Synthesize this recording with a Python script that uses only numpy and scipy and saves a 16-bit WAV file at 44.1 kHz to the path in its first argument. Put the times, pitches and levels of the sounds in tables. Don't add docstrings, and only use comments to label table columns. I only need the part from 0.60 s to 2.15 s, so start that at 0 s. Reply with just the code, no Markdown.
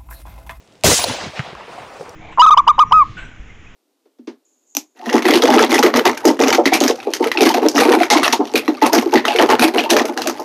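import sys
import numpy as np
from scipy import signal
from scipy.io import wavfile
from scipy.ndimage import uniform_filter1d, map_coordinates

SR = 44100
rng = np.random.default_rng(int(sys.argv[2]) if len(sys.argv) > 2 else 0)


def nominal_scale(level):
    x = np.asarray(level, float) / 20
    return 10 ** x


def waveform_to_disk(signal):
    frames = np.transpose(np.atleast_2d(signal))
    scaled = np.clip(frames, -1, 1) * 32767
    samples = np.round(scaled).astype(np.int16)
    wavfile.write(sys.argv[1], SR, samples)


N = 68355

# frequency [Hz], density [dB per Hz].
FIELD_SPECTRUM = [(25, -8), (60, 1), (227, -1.5), (520, 0.5), (1350, -11.5), (3310, -13), (8000, -35),
                  (16000, -45)]
# time [s], level [dB].
CLOTH_LEVEL = [(.5, -72), (.7, -51), (.85, -54.5), (.95, -59), (1.05, -56.5), (1.15, -50), (1.25, -54.5),
               (1.36, -53.5), (1.41, -49.5), (1.47, -54), (1.55, -56.5)]
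# frequency [Hz], density [dB per Hz].
CLOTH_SPECTRUM = [(1500, -12), (4500, 5.5), (9000, -3), (13000, -17), (16000, -17.5)]
# highest pitch [Hz], level [dB].
SLING_TONES = [(14480, -74), (13800, -74), (11000, -75), (10250, -75), (9550, -69)]
# start [s], level [dB], frequency [Hz].
RUSTLES = [(.004, -51, 4500), (.025, -50, 4180), (.046, -57, 5500), (.054, -62, 7000), (0.061, -62, 7000),
           (0.075, -46, 3500), (.094, -62, 5000), (.124, -50, 4450), (.136, -56, 6500), (.14, -58, 5000),
           (0.154, -47, 3000), (0.169, -54, 3200), (0.178, -52, 3800), (.203, -58, 6500),
           (.21, -43.5, 4160), (.7553, -59, 10500), (.767, -60, 11000), (.9505, -37, 3000),
           (.984, -58, 7000), (1.0616, -66, 7000), (1.183, -60, 12000)]
BULLET_STRIKE = [
    (.79375, 4.5, 1750, .0035),
    (.8033, -5, 1350, .006),
]
# start [s], level [dB], frequency [Hz], T60 [s].
STRUCK_BODY = [
    (.7945, -2.5, 135, .04),
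]
# start [s], level [dB], frequency [Hz], T60 [s], rise [cycles].
DULL_BLOWS = [(.483, -16, 257, 0.03, 0.4), (.496, -21.5, 252, 0.098, 0.28), (.498, -19.5, 897, 0.046, 0.32),
              (.503, -20, 119, 0.056, 0.08), (.512, -9, 630, 0.0074, 0.27), (.637, -22.5, 197, 0.022, 0.17),
              (.663, -24, 202, 0.053, 0.24), (.673, -23, 119, 0.047, 0.29), (.694, -20.5, 130, 0.018, 0.28),
              (0.389, -24, 70.5, 0.056, 0.36), (0.606, -35, 318, 0.077, 1.1),
              (.926, -28.5, 155, 0.046, 0.34), (.93, -26, 400, 0.023, 0.34), (.945, -38, 59.6, 0.15, 0.26),
              (.952, -21.5, 1090, 0.014, 1.2), (1.008, -23, 914, 0.02, 1.4),
              (1.08, -26.5, 464, 0.028, 0.59), (1.179, -16.5, 735, 0.038, 6.3),
              (.585, -22.5, 756, 0.034, 0.92), (.735, -28, 633, 0.036, 0.87), (.735, -33, 70, 0.063, .4),
              (1.235, -42, 111, 0.083, 0.42), (1.317, -37, 783, 0.061, 0.88), (.456, -15, 551, 0.055, 1.2),
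              (.466, -15.5, 510, 0.057, 1), (.519, -21, 616, 0.027, .6), (.535, -23, 520, 0.045, 0.93),
              (.548, -22.5, 640, 0.03, 0.61), (1.499, -33, 87.4, 0.046, 0.48),
              (.875, -33.5, 164, 0.071, 0.92), (.885, -34.5, 703, 0.05, 1.4), (.45, -25, 91, 0.089, 0.55),
              (1.401, -34.5, 152, 0.067, .5), (1.199, -38.5, 131, 0.089, .6), (1.395, -29, 545, 0.062, 1),
              (1.16, -32, 804, 0.016, 1)]
# start [s], level [dB], frequency [Hz], T60 [s], rise [cycles].
STOCK_KNOCKS = [
    (1.4092, -11, 478, .024, 3),
    (1.4215, -29, 720, .04, 1),
    (1.4275, -29, 390, .05, .7),
    (1.4795, -22, 490, .05, 5),
]
# start [s], level [dB], frequency [Hz], T60 [s], rise [cycles].
RECOIL_BLOWS = [(.3145, -12.5, 1290, 0.017, .3), (0.32, -19, 662, 0.044, 0.71),
                (.249, -10, 273, 0.024, 0.34), (.2865, -10, 330, 0.04, 0.21), (0.31, -12, 644, 0.038, 0.24),
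                (.298, -10, 1000, 0.024, 0.25), (0.27, -13.5, 91, 0.16, 0.56),
                (.3135, -9, 496, 0.047, 0.51), (.332, -8.5, 456, 0.017, 0.64)]
# struck [s], frequency [Hz], level [dB], T60 [s], faces microphone [s].
CASE_MODES = [
    (.362, 9162, -22, .4, .375),
    (.396, 9744, -22.5, .8, .485),
    (.394, 14440, -33, .3, .41),
    (.39, 15060, -26, .33, .397),
    (.37, 10300, -24, .05, .375),
]
# depth of pulsing [0-1], landing [s], half turn [s], pulsing starts [s],
# change of level on landing [dB], pulsing stops [s].
CASE_DEPTH = [.3, .98, .5, .98, 0]
CASE_LANDS = [.388, .54, .442, .57, .39]
CASE_HALF_TURN = [.05, .04, .06, .036, .05]
CASE_TUMBLES_FROM = [.37, .42, .39, .39, .37]
CASE_LANDING_DB = [-25, -24, -8, -8, 0]
CASE_STEADIES = [1, 1, 1, .51, 1]
# start [s], level [dB], body [Hz], T60 [s], crack over body [dB].
BOLT_PARTS = [(0.2642, -14, 1987, 0.068, -1), (.2665, -9.5, 1520, 0.038, -19.5),
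              (.314, -12, 2016, 0.074, -6), (0.334, -15, 2024, 0.063, -15), (0.3898, -13, 726, 0.045, -19),
              (0.3946, -14.5, 946, 0.035, -20), (.4418, -4, 710, 0.014, -15),
              (0.4408, -2.5, 4200, 0.0078, -10), (0.444, -11, 4300, 0.019, -14),
              (0.4461, -4.5, 697, 0.023, -16), (.613, -17.5, 2020, 0.0074, -35),
              (.666, -67, 11500, 0.026, 16), (1.428, -47, 5030, 0.011, -7), (1.4935, -31, 5670, 0.0096, -8)]
# time [s], level [dB].
TREE_LEVEL = [(.241, -60.5), (.243, -8), (.3, -14.5), (.33, -13.5), (.36, -18), (.385, -17), (.4, -14),
              (.44, -13.5), (.5, -14.5), (.6, -20.5), (.7, -27.5), (.78, -25), (.86, -24.5), (1.0, -31),
              (1.15, -26.5), (1.3, -30.5), (1.45, -31), (1.55, -35)]
# frequency [Hz], density [dB per Hz].
CRACK_SPECTRUM = [(60, -8), (200, -9.5), (600, 0.5), (1500, -3), (3500, 2), (7000, 4), (11000, -5),
                  (15500, -9)]
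# frequency [Hz], loss [dB per s].
AIR_LOSS = [(200, -3.5), (1000, -3.5), (2500, 6.5), (5000, 26.5), (8000, 54), (12000, 89), (16000, 116)]
# time [s], level [dB].
JET_LEVEL = [(.241, -65.5), (.244, -36), (.268, -18), (.29, -17), (.316, -13.5), (.35, -16.5), (.385, -19),
             (.4, -27.5), (.44, -46)]
# frequency [Hz], density [dB per Hz].
JET_SPECTRUM = [(1500, -23), (3000, -4), (4500, -2.5), (6500, 1.5), (9000, -4.5), (12000, -15),
                (16000, -23)]
# frequency [Hz], density [dB per Hz].
BLAST_SPECTRUM = [(25, -14), (50, 0), (100, 6), (170, 3), (280, -3), (560, 0), (1100, -11), (2500, -20)]
# time [s], gain [dB], recovery [s].
GAIN_DUCKS = [
    (0.448, -10, 0.029),
]

BLAST_S = .2418


def unit(x):
    return x / np.sqrt(np.mean(x ** 2) + 1e-20)


def along(points, hz):
    f, v = np.transpose(points)
    return np.interp(np.log(hz + 1), np.log(f + 1), v)


def curve(rows):
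    return np.interp(np.arange(N) / SR, *np.transpose(rows))


def wobble(rate):
    knots = rng.standard_normal(int(N * rate / SR) + 4)
    return map_coordinates(knots, [np.arange(N) * rate / SR])


def rush(spectrum, patchy_db, loss=((1, 0),), since=0):
    hz, t, z = signal.stft(rng.standard_normal(N), SR, nperseg=512)
    patches = uniform_filter1d(rng.standard_normal(z.shape), size=5, axis=0)
    patches = uniform_filter1d(patches, size=3, axis=1)
    z = z * nominal_scale(along(spectrum, hz)[:, None] + patchy_db * unit(patches))
    faded = z * nominal_scale(-along(loss, hz)[:, None] * np.clip(t - since, 0, None))
    steady, faded = signal.istft([z, faded], SR, nperseg=512)[1][:, :N]
    return faded / np.std(steady)


def add(track, s, sound):
    part = track[round(s * SR):][:len(sound)]
    part += sound[:len(part)]


def burst(hz, t60, width):
    t = np.arange(SR // 8) / SR
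    width = max(width, 1.2)
    edges = [hz / width, min(hz * width, SR * .49)]
    band = signal.butter(2, edges, "band", fs=SR, output="sos")
    return unit(signal.sosfilt(band, rng.standard_normal(len(t)))) * nominal_scale(-60 * t / t60)


def ring(hz, t60, cycles):
    t = np.arange(SR // 8) / SR
    return np.sin(2 * np.pi * hz * t) * nominal_scale(-60 * t / t60) * (1 - np.exp(-t * hz / cycles))


def woodland():
    return rush(FIELD_SPECTRUM, 0.37) * nominal_scale(-52 + wobble(30.0))


def far_strike():
    out = np.zeros(N)
    for s, db, hz, t60 in BULLET_STRIKE:
        slap = ring(hz, t60 / 2, .4)
        debris = .045 * burst(.7 * hz, 7 * t60, 2.2)
        add(out, s, nominal_scale(db) * (slap + debris))
    for s, db, hz, t60 in STRUCK_BODY:
        add(out, s, -nominal_scale(db) * ring(hz, t60, .7))
    return out


def tree_echo():
    t = np.arange(N) / SR - BLAST_S
    level_db = curve(TREE_LEVEL)
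    crack = rush(CRACK_SPECTRUM, 1.7, AIR_LOSS, BLAST_S)
    return crack * nominal_scale(level_db + 1.93 * wobble(24.5)) * (t > -.001)


def rustles():
    out = np.zeros(N)
    for s, db, hz in RUSTLES:
        add(out, s, nominal_scale(db) * burst(hz, .013, 1.6))
    return out


def cloth():
    level_db = curve(CLOTH_LEVEL)
    return rush(CLOTH_SPECTRUM, 1.8) * nominal_scale(level_db + 0.72 * wobble(89.8))


def sling_squeak():
    top_s, half_s, sag = 1.268, .075, .105
    u = (np.arange(N) / SR - top_s) / half_s
    pitch = 1 - sag * np.minimum(u * u, 2) + 0.0022 * wobble(80)
    phase = 2 * np.pi * np.cumsum(pitch) / SR
    tones = sum(nominal_scale(db + 2.5 * wobble(60)) * np.sin(hz * phase) for hz, db in SLING_TONES)
    return tones * nominal_scale(-3 * u ** 4 - 2.5 * u) * np.clip((u + .95) / .1, 0, 1)


def stock_blows():
    out = np.zeros(N)
    for s, db, hz, t60, rise in RECOIL_BLOWS + DULL_BLOWS + STOCK_KNOCKS:
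        body = 1.6 * ring(hz, t60, rise)
        rub = .2 * burst(hz, 2 * t60, 1.6)
        add(out, s, nominal_scale(db) * (body + rub))
    return out


def spent_case():
    out, now = np.zeros(N), np.arange(N) / SR
    for (s, hz, db, t60, facing_s), turn_s, from_s, land_db, deep, lands_s, calm_s in zip(
            CASE_MODES, CASE_HALF_TURN, CASE_TUMBLES_FROM, CASE_LANDING_DB, CASE_DEPTH,
            CASE_LANDS, CASE_STEADIES):
        t = (now - s).clip(0)
        tumbling = np.clip((now - from_s) / .02, 0, 1)
        calming = np.clip(1 - (now - calm_s) / .04, .2, 1)
        depth = deep * tumbling * calming
        turn = np.sqrt(1 - depth * np.sin(np.pi * (now - facing_s) / turn_s) ** 2)
        landed_db = land_db * np.clip((now - lands_s) / .01, 0, 1)
        phase = 2 * np.pi * hz * t + .6 * wobble(60)
        level = nominal_scale(db - 60 * t / t60 + landed_db + 2 * wobble(70))
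        out += level * turn * np.sin(phase) * (1 - np.exp(-t / .003))
    return out


def bolt():
    out = np.zeros(N)
    for s, db, hz, t60, crack_db in BOLT_PARTS:
        body = ring(hz, t60, .3) + .4 * burst(hz, t60, 1.3)
        crack = nominal_scale(crack_db) * burst(6000, t60, 1.9)
        add(out, s, nominal_scale(db) * (body + crack))
    return out


def gas_jet():
    level_db = curve(JET_LEVEL + [(0.46, -90)])
    return rush(JET_SPECTRUM, 1.9) * nominal_scale(level_db + 1.3 * wobble(89))


def striker():
    out, click_db = np.zeros(N), -9
    click = nominal_scale(click_db) * burst(3500, .008, 1.8)
    rattle = nominal_scale(click_db - 3.5) * burst(2000, 0.022, 4.6)
    add(out, .2369, click + rattle)
    return out


def muzzle_blast():
    level_db, hold_s, t60, lumps_db = -11, .093, .04, 2
    t = np.arange(N) / SR - BLAST_S
    after = t.clip(0)
    shape_db = -60 * np.clip(t - hold_s, 0, None) / t60 - 55 * after
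    gas = rush(BLAST_SPECTRUM + [(8000, -54.0)], 0.8)
    gas = gas * nominal_scale(level_db + shape_db + lumps_db * wobble(60.3)) * np.clip(t / 0.00013, 0, 1)
    pulse_hz, pulse_sag, pulse_db, pulse_t60 = 740, 36, 1, .055
    cycles = pulse_hz * (1 - np.exp(-pulse_sag * after)) / pulse_sag
    pulse = nominal_scale(pulse_db - 60 * after / pulse_t60) * np.sin(2 * np.pi * cycles)
    return gas + pulse


def scene():
    background = woodland()
    shot = muzzle_blast() + striker() + gas_jet() + tree_echo()
    blows = bolt() + stock_blows() + far_strike() + rustles()
    small = spent_case() + sling_squeak() + cloth()
    return (background + shot + blows + small)[None]


def band_limit(x):
    return signal.sosfilt(signal.butter(12, 16470, fs=SR, output="sos"), x)


def record(dry):
    now = np.arange(N) / SR
    duck_db = np.zeros(N)
    for s, db, recovery_s in GAIN_DUCKS:
        onset = np.clip((now - s) / 0.0027 + 1, 0, 1)
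        duck_db += db * np.exp(-(now - s).clip(0) / recovery_s) * onset
    x = signal.sosfilt(signal.butter(2, 55, "high", fs=SR, output="sos"), dry) * nominal_scale(duck_db)
    clip, knee = .58, 4
    x = x / (1 + np.abs(x / clip) ** knee) ** (1 / knee)
    x = signal.sosfilt(signal.ellip(10, .5, 70, 15720, fs=SR, output="sos"), x)
    return band_limit(x)


dry = scene()
out = record(dry)
waveform_to_disk(out)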